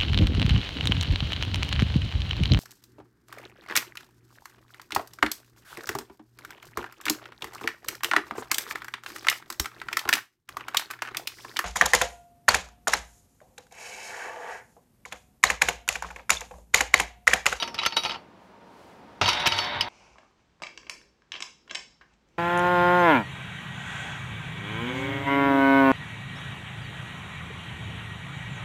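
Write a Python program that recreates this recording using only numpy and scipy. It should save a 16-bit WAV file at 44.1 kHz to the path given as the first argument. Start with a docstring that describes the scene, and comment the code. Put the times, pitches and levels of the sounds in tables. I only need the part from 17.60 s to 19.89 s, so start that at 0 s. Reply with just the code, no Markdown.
"""A hand lets go of a steel gate latch on a wooden post; its two pawls click, rattle and ring.
Two faint rustles follow. Then the tubular gate swings shut and hits the latch: the post thuds, frame
and wire mesh clang and buzz, and the pawls ride over the pin and drop. Faint outdoor air lies underneath.
Steel and wood are sums of fading tones; clacks, buzz, rustles and air are shaped noise."""
import sys
import numpy as np
from scipy import signal
from scipy.fft import irfft, next_fast_len
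from scipy.io import wavfile
from scipy.ndimage import uniform_filter1d

SR = 44100
rng = np.random.default_rng(int(sys.argv[2]) if len(sys.argv) > 2 else 0)


def transcribe(u):
    """Save the signal u as a 16-bit wav file named by the first command-line argument.

    u: samples, shape (n,) or (channels, n), limited to [-1, 1]; the rate is SR.
    q: integer samples, one column per channel.
    """
    v = np.clip(np.atleast_2d(u).T, -1, 1)
    q = np.round(v * 32767).astype(np.int16)
    wavfile.write(sys.argv[1], SR, q)


N = 100812
TIME = np.arange(N) / SR  # seconds

# "T60" is the time a sound takes to fade by 60 dB.

# Colour of the outdoor air: (frequency [Hz], relative level per Hz [dB])
AIR_COLOUR = [(25, -18), (60, -12), (100, -6), (150, -9), (190, -2), (260, -3.5), (310, -3.5), (480, -5),
              (750, -5), (920, -6.5), (1200, -11), (2500, -20), (5000, -29), (8000, -39.5), (16000, -49)]
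# Loudness of the air over time: (time [s], level [dB])
AIR_LEVEL = [(0, -45.5), (.7, -54), (1.0, -53), (1.3, -51), (1.6, -50)]
# Faint wavering tones in the air: (frequency [Hz], level [dB])
AIR_TONES = [(186, -65.5), (932, -61.5)]

# Faint rustles, probably of the shirt: (time [s], level [dB], half length [s])
RUSTLES = [(0.847, -71.5, 0.065), (1.247, -65.5, 0.15)]
# Colour of the rustles: (frequency [Hz], relative level per Hz [dB])
RUSTLE_COLOUR = [(500, -8), (3000, 1.5), (6000, -4), (14000, -12.5), (16000, -22)]

# Blows that shake the whole gate: (time [s], clang level [dB], post thud level [dB])
SLAMS = [(1.613, -26.5, -27.5), (1.68, -28, -50), (1.8574, -28, -51), (1.914, -31.5, -33.5),
         (2.151, -72, -40.5)]
# Tones of the wooden post: (frequency [Hz], relative level [dB], T60 [s])
POST_MODES = [(97.8, 1.5, 0.35), (118, -1.5, 0.193), (61.6, -15, 0.23)]
THUD_RISE_S = 0.012
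# Colour of the wire mesh's many close tones: (frequency [Hz], relative level per Hz [dB])
MESH_COLOUR = [(50, -7), (130, -11), (300, -9.5), (550, -9.5), (900, -1), (1200, -4), (2000, -0.5),
               (3000, -3.5), (3800, 3), (4200, -10), (5200, -2), (6400, -13), (7200, -19.5), (10000, -35),
               (16000, -47)]
# How long the mesh rings: (frequency [Hz], T60 [s])
MESH_T60 = [(100, 5.4), (500, 4.4), (900, 3.2), (1400, 3.1), (2000, 2.27), (2900, 1.06), (3700, 2.44),
            (4600, 0.97), (6000, 0.44), (12000, 0.79)]
MESH_MODE_COUNT = 3000
# Colour of wires chattering against the frame: (frequency [Hz], relative level per Hz [dB])
BUZZ_COLOUR = [(200, -13), (600, -6.5), (900, -2.5), (1400, 0), (2400, 3), (3700, -2), (4300, -9),
               (5200, -5), (6400, -5), (7200, -23), (16000, -37)]
# How long the chatter lasts after a blow: (frequency [Hz], T60 [s])
BUZZ_T60 = [(800, 1.76), (3000, 1.3), (6000, 0.5), (12000, .6)]
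BUZZ_DB = -4.5  # relative to the clang
TOUCHES_PER_S, TOUCH_T60_S = 110, 0.021
TOUCH_SPREAD_DB, TOUCH_COLOUR_DB = 4, 4.5  # random spread in size and in colour
# Tones of the tubular frame: (frequency [Hz], relative level [dB], T60 [s])
FRAME_MODES = [(590, -16.5, 2.6), (727, -18, 8.1), (854, -13.5, 2.8), (896, -27, 1.8), (913, -15, 2.3),
               (951, -17, 7), (965, -16.5, 5.8), (1065, -25, 5.2), (1274, -39, 0.24), (1336, -24, 0.63),
               (1462, -12.5, 1.1), (2038, -19, 3.3), (2134, -20, 2.8), (2240, -9, 1.23), (2370, -25, 2.8),
               (2760, -9, 0.75), (3070, -11.5, 1.2), (3535, -22, 0.74), (3740, -12.5, 1.8), (3800, -20, 2)]

# A pawl snaps hard onto its stop: (time [s], crack level [dB], level of the thump in the post [dB])
SNAPS = [(0.264, -11, -36), (1.873, -5.5, -30), (2.209, -30, -35)]
# Colour of the crack: (frequency [Hz], relative level per Hz [dB])
SNAP_COLOUR = [(300, 0.5), (1300, 1.5), (3000, 8), (6000, -8), (8000, -9), (16000, -23)]
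# How long the crack lasts: (frequency [Hz], T60 [s])
SNAP_T60 = [(1000, 0.042), (4000, 0.032), (8000, 0.023)]
THUMP_T60_S, THUMP_HZ = 0.091, 255  # fade time and upper edge of the thump

# Contacts that single out one tone of the steel: (time [s], frequency [Hz], level [dB], T60 [s])
CLINKS = [(.0005, 5765, -46, 0.33), (.0005, 933, -38.5, 0.65), (.0245, 1328, -39.5, 0.081),
          (.0762, 5355, -49.5, 0.26), (0.1424, 5351, -44, 0.067), (0.189, 3900, -25, 0.066),
          (0.262, 1361, -17.5, 0.059), (0.2645, 6267, -21.5, 0.06), (.4354, 5900, -28, 0.042),
          (.4354, 5361, -40, 0.15), (0.46, 850, -24.5, 0.078), (0.496, 3832, -36, .14),
          (1.6125, 1365, -24, .16), (1.6133, 760, -28.5, 0.046), (1.679, 975, -23, 0.21),
          (1.9211, 4478, -30.5, 0.4), (1.9655, 4478, -40, 0.19), (2.04, 1040, -39, 0.66),
          (2.21, 4531, -22, 0.077), (2.209, 5030, -18.5, 0.053)]
# Steel contacts in the latch: (time [s], clack level [dB], extra body [dB], extra tick [dB],
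# pin ring level [dB], first pawl ring level [dB], second pawl ring level [dB])
CONTACTS = [(.0005, -34, 1, -16, -56, -33.5, -63), (0.0186, -36, -1, -18, -43, -50, -57),
            (.0245, -22, 1.5, -35, -21, -45, -55), (.028, -30.5, 3, 12, -40, -43, -36),
            (0.0763, -35.5, 6, 10.5, -41, -54, -59), (0.1442, -35.5, 7, 17, -59, -67, -56),
            (.1805, -32, -12, -31, -29, -60, -55), (0.1878, -24, -3.5, 3, -40, -47, -59),
            (0.2162, -32.5, 5, -26, -30.5, -55, -64), (.226, -36.5, 2, -4, -31, -40, -54),
            (0.233, -24, -2.5, -8, -43, -50, -59), (.252, -31, 1.5, 6, -20, -52, -62),
            (0.2614, -17.5, -2, 14.5, -50, -51, -26.5), (.307, -34, -3, -6, -38, -58, -58),
            (0.323, -28.5, 7.5, -11, -31, -59, -33.5), (.3642, -27.5, 0, 12, -55, -65, -62),
            (0.3674, -16, 4, -2, -12.5, -21, -33), (0.3708, -17.5, -9, -1, -17, -38, -32),
            (.391, -36, -6, 3, -48, -30.5, -41), (0.425, -37, 8, -3, -48, -42, -42),
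            (0.4358, -27, 3, 10, -25, -28, -51), (0.4501, -20, 3, -29, -18.5, -54, -42),
            (0.456, -22.5, 7, -31, -24, -54, -35), (.48, -53, -4, -6, -51, -58, -39.5),
            (0.4946, -24, 3.5, -23, -27, -58, -44), (0.5076, -28.5, 0, -24, -22.5, -59, -63),
            (0.518, -27.5, 6, -41, -43, -63, -66), (.533, -38.5, 13, -18, -51, -65, -72),
            (.544, -31.5, 8.5, -48, -46, -67, -70), (.558, -44, 16.5, -24, -38, -73, -77),
            (1.6139, -17.5, 10, -2.5, -20, -55, -51), (1.618, -21, 10, -12, -32, -55, -48),
            (1.6377, -32, -12, -12, -37, -57, -31), (1.659, -23.5, 7, 3, -15.5, -57, -25),
            (1.6781, -23, 9.5, -6, -39, -22.5, -43), (1.689, -11.5, -15, 5, -21, -26, -28),
            (1.731, -21, -16, 8, -25, -47, -48), (1.798, -33, -1, 12, -40, -33.5, -47),
            (1.8585, -18.5, -1.5, -11, -25, -57, -34), (1.865, -16, -5.5, 4, -41, -43, -59),
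            (1.8722, -22, 2, 23, -11, -21, -45), (1.9212, -16, -8, -7, -10.5, -44, -27),
            (1.9635, -57, -11, 2, -41, -30, -40), (1.9816, -20, -11, 8, -40, -46, -44),
            (1.988, -21.5, 1.5, 0.5, -16.5, -50, -25), (2.04, -25.5, -5, -12, -31, -42, -42),
            (2.2094, -21.5, -8, 13.5, -12, -68.5, -34)]
# Colour of a clack: (frequency [Hz], relative level per Hz [dB])
CLACK_COLOUR = [(60, -19), (200, -10.5), (350, -11.5), (500, -6.5), (900, -1), (1100, 1), (1350, -4.5),
                (1700, -3), (2600, 2), (3400, -2.5), (4300, -8.5), (5200, 6), (6300, -25.5), (7200, -25.5),
                (11000, -26), (16000, -45)]
# How long a clack lasts: (frequency [Hz], T60 [s])
CLACK_T60 = [(100, 0.17), (1000, 0.058), (3000, 0.094), (6000, 0.043), (9000, 0.013), (16000, .03)]
# Where a heavy contact adds weight: (frequency [Hz], share of the extra body [0 to 1])
BODY_SHARE = [(1200, 1), (2400, 0.067)]
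# Where a sharp contact adds edge: (frequency [Hz], share of the extra tick [0 to 1])
TICK_SHARE = [(5000, 0.096), (8000, 1)]
# How long reflections off the barn last: (frequency [Hz], T60 [s])
YARD_T60 = [(100, 1), (1000, 0.29), (4000, 0.26), (12000, 0.047)]
YARD_DB = -16  # reflections relative to the clack
CONTACT_COLOUR_DB = 2.5  # random spread in the colour of contacts
# Tones of the latch housing: (frequency [Hz], relative level [dB], T60 [s])
HOUSING_MODES = [(357.2, -27.5, 0.26), (916.6, -14, 0.16), (1241, -19, 0.16), (1335, -13.5, 0.084),
                 (1348, -14.5, 0.085), (2542, -13, 0.034), (3314, -16, 0.07), (3680, -14, 0.04),
                 (5050, -14.5, 0.06), (5900, -32.5, 0.027), (6630, -34, 0.069), (6500, -29.5, 0.045)]
# Tones of the pin: (frequency [Hz], relative level [dB], T60 [s])
PIN_MODES = [(2890, -4, 0.027), (3040, -3, 0.027), (3260, -8, 0.019)]
# Tones of the first pawl: (frequency [Hz], relative level [dB], T60 [s])
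FIRST_PAWL_MODES = [(2261, -14, .13), (3030, -10, .16), (3832, 1, .14), (4605, -8, .21), (4965, -20, .2),
                    (5754, -11, .18), (9012, -27, .28), (9718, -25, .22), (10120, -33, .25),
                    (12445, -35, .25), (13910, -33, .27)]
# Tones of the second pawl: (frequency [Hz], relative level [dB], T60 [s])
SECOND_PAWL_MODES = [(1290, -11, .16), (3900, -6, .13), (4478, 0, .2), (5033, -13, .17), (5356, -11, .2),
                     (6268, -14, .11), (9050, -35, .26), (9950, -34, .28), (12480, -35, .28),
                     (13900, -33, .27)]

STRIKE_SPREAD_DB = 1.5  # random spread in how strongly a blow rings each tone
WAVER_SHARE, WAVER_HZ = 0.34, 10.6  # depth and fastest rate of the waver in loose parts
LOW_CUT_HZ, CUTOFF_HZ = 38, 16600
LIMIT_DB, RELEASE_DB_PER_S = -16, 25.5
CEILING = 0.325  # full scale is 1


def from_db(db):
    """Turn decibels into gain."""
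    return 10 ** (np.asarray(db) / 20)


def rms_one(x):
    """Scale to an average strength (rms) of 1."""
    return x / np.sqrt(np.mean(x ** 2) + 1e-20)


def at_hz(points, hz):
    """Read a table between its points, on a log-frequency axis."""
    table_hz, values = np.transpose(points)
    return np.interp(np.log(hz), np.log(table_hz), values)


def low_passed(x, hz):
    """Keep what lies below a frequency."""
    return signal.sosfilt(signal.butter(2, hz, fs=SR, output="sos"), x)


def dying(times, gains, t60):
    """Envelope of blows whose energies add up and die away, with a slightly rounded attack."""
    energy = np.zeros(N)
    samples = np.clip(np.asarray(times) * SR, 0, N - 1).astype(int)
    np.add.at(energy, samples, np.square(gains))
    keep = from_db(-120 / (max(t60, 0.001) * SR))  # energy kept per sample
    fading = signal.lfilter([1], [1, -keep], energy + 1e-18)
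    return uniform_filter1d(np.sqrt(fading), size=21, mode="constant")


def noise_bands(colour):
    """Noise bands, about a quarter octave wide (Hz, sound), that add up to unit rms."""
    edges = np.geomspace(28, 17000, 38)
    centres = np.sqrt(edges[1:] * edges[:-1])
    white = rng.standard_normal((2, N))  # neighbouring bands use different noise
    bands = []
    for k, hz in enumerate(centres):
        band_filter = signal.butter(2, edges[k:k + 2], "band", fs=SR, output="sos")
        bands.append(from_db(at_hz(colour, hz)) * signal.sosfilt(band_filter, white[k % 2]))
    bands = np.array(bands)
    return zip(centres, bands / bands.sum(0).std())


def waver():
    """A slow random swing in strength and phase around 1."""
    noise = rng.standard_normal((2, 2 * N))
    slow = low_passed(noise, WAVER_HZ)[:, N:]  # skip the filter's start
    return 1 + WAVER_SHARE * (rms_one(slow[0]) + 1j * rms_one(slow[1]))


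def ring(modes, times, db, loose=False):
    """A body's own tones (modes) fade after each blow; loose parts also swell and waver."""
    out = 0
    for hz, mode_db, t60 in modes:
        strengths = from_db(db + mode_db + STRIKE_SPREAD_DB * rng.standard_normal(len(times)))
        tone = np.exp(2j * np.pi * (hz * TIME + rng.random()))
        if loose:
            tone = tone * waver()
        out = out + dying(times, strengths, t60) * np.sqrt(2) * tone.real
    return out


def air():
    """Soft outdoor noise with two faint wavering tones made of very narrow noise."""
    level = from_db(np.interp(TIME, *np.transpose(AIR_LEVEL)))
    out = level * sum(band for hz, band in noise_bands(AIR_COLOUR))
    for hz, db in AIR_TONES:
        peak = signal.iirpeak(hz, hz / 8, fs=SR)  # 8 Hz wide
        tone = signal.lfilter(*peak, rng.standard_normal(N))
        out = out + from_db(db) * rms_one(tone)
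    return out


def rustle():
    """Soft swells of bright noise while the arm reaches for the gate."""
    swell = sum(from_db(db) * np.exp(-((TIME - start) / half) ** 2) for start, db, half in RUSTLES)
    return swell * sum(band for hz, band in noise_bands(RUSTLE_COLOUR))


def post(times, thud_db):
    """The wooden post thuds: low tones that rise softly and fade."""
    out = 0
    for start, db in zip(times, thud_db):
        age = np.maximum(TIME - start, 0)
        rise = 1 - np.exp(-age / THUD_RISE_S)
        for hz, mode_db, t60 in POST_MODES:
            fade = np.exp(-np.log(1000) * age / t60)
            out = out + from_db(db + mode_db) * fade * rise * 2 * np.sin(2 * np.pi * hz * age)
    return out


def mesh(times, db):
    """Thousands of wire modes at random pitches ring on after each blow."""
    size = next_fast_len(2 * N)
    bin_hz = np.arange(size // 2 + 1) * SR / size
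    edges = np.geomspace(45, 16000, 25)
    draws = rng.random((MESH_MODE_COUNT, 2))
    # Modes are spread evenly along the square root of frequency, one in each step.
    low_root, high_root = np.sqrt(edges[0]), np.sqrt(edges[-1])
    place = (np.arange(MESH_MODE_COUNT) + draws[:, 0]) / MESH_MODE_COUNT
    hz = (low_root + place * (high_root - low_root)) ** 2
    mode_db = at_hz(MESH_COLOUR, hz) + 2 * rng.standard_normal(MESH_MODE_COUNT)
    gains = from_db(mode_db) * np.sqrt(np.sqrt(hz))  # makes up for wider spacing higher up
    lines = np.zeros(len(bin_hz), complex)
    lines[np.searchsorted(bin_hz, hz)] = gains * np.exp(2j * np.pi * draws[:, 1])
    lines /= irfft(lines, size).std()
    out = 0
    for low, high in zip(edges, edges[1:]):
        band = irfft(lines * (bin_hz >= low) * (bin_hz < high), size)[:N]
        out = out + band * dying(times, from_db(db), at_hz(MESH_T60, np.sqrt(low * high)))
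    return out


def buzz(times, db):
    """Loose wires touch the frame at random, each touch with its own colour, fading after a blow."""
    touches = TIME[rng.random(N) < TOUCHES_PER_S / SR]
    sizes_db = TOUCH_SPREAD_DB * rng.standard_normal(N)[:len(touches)]
    out = 0
    for hz, band in noise_bands(BUZZ_COLOUR):
        colour_db = TOUCH_COLOUR_DB * rng.standard_normal(N)[:len(touches)]
        touch_gains = from_db(np.minimum(sizes_db + colour_db, 10))
        chatter = rms_one(dying(touches, touch_gains, TOUCH_T60_S))
        shaking = dying(times, from_db(db + BUZZ_DB), at_hz(BUZZ_T60, hz))
        out = out + band * chatter * shaking
    return out


def gate():
    """The frame clangs, the mesh shimmers and buzzes, the wooden post thuds."""
    times, clang_db, thud_db = np.transpose(SLAMS)
    frame = ring(FRAME_MODES, times, clang_db, loose=True)
    return frame + mesh(times, clang_db) + buzz(times, clang_db) + post(times, thud_db)


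def snaps():
    """A hard stop gives a very short bright crack and a dull thump."""
    times, crack_db, thump_db = np.transpose(SNAPS)
    crack = 0
    for hz, band in noise_bands(SNAP_COLOUR):
        crack = crack + band * dying(times, from_db(crack_db), at_hz(SNAP_T60, hz))
    thump = rms_one(low_passed(rng.standard_normal(N), THUMP_HZ))
    return crack + thump * dying(times, from_db(thump_db), THUMP_T60_S)


def clinks():
    """Single steel tones that stand out of a contact."""
    return sum(ring([(hz, 0, t60)], [start], np.array([db])) for start, hz, db, t60 in CLINKS)


def latch():
    """Each contact clacks in its own colour, echoes off the barn and rings housing, pin and pawls."""
    times, db, body_db, tick_db, pin_db, first_db, second_db = np.transpose(CONTACTS)
    out = ring(HOUSING_MODES, times, db) + ring(PIN_MODES, times, pin_db)
    out = out + ring(FIRST_PAWL_MODES, times, first_db, loose=True)
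    out = out + ring(SECOND_PAWL_MODES, times, second_db, loose=True)
    for hz, band in noise_bands(CLACK_COLOUR):
        gains = from_db(db + body_db * at_hz(BODY_SHARE, hz) + tick_db * at_hz(TICK_SHARE, hz))
        own_colour = from_db(CONTACT_COLOUR_DB * rng.standard_normal(len(times)))
        clack = dying(times, gains * own_colour, at_hz(CLACK_T60, hz))
        echo = dying(times, gains * from_db(YARD_DB), at_hz(YARD_T60, hz))
        out = out + band * np.sqrt(clack ** 2 + echo ** 2)
    return out


def scene():
    """Latch, gate, rustles and air at one close microphone, which loses the deepest bass."""
    sound = latch() + clinks() + snaps() + gate() + rustle() + air()
    low_cut = signal.butter(2, LOW_CUT_HZ, "high", fs=SR, output="sos")
    return signal.sosfilt(low_cut, sound)[None]


def record(dry):
    """Loud blows pull the gain down and it creeps back; peaks are rounded, the top is cut."""
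    power = uniform_filter1d(dry[0] ** 2, size=177)  # averaged over 4 ms
    level_db = 10 * np.log10(np.maximum(power, 1e-12))
    over_db = np.maximum(level_db - LIMIT_DB, 0)
    # The gain cut jumps up with each louder blow, then shrinks at a steady rate.
    release_db = RELEASE_DB_PER_S * TIME
    held_db = np.maximum.accumulate(over_db + release_db) - release_db
    x = dry * from_db(-held_db)
    x = x / (1 + (x / CEILING) ** 8) ** (1 / 8)
    return signal.sosfilt(signal.cheby2(14, 60, CUTOFF_HZ, fs=SR, output="sos"), x)


dry = scene()
out = record(dry)
transcribe(out)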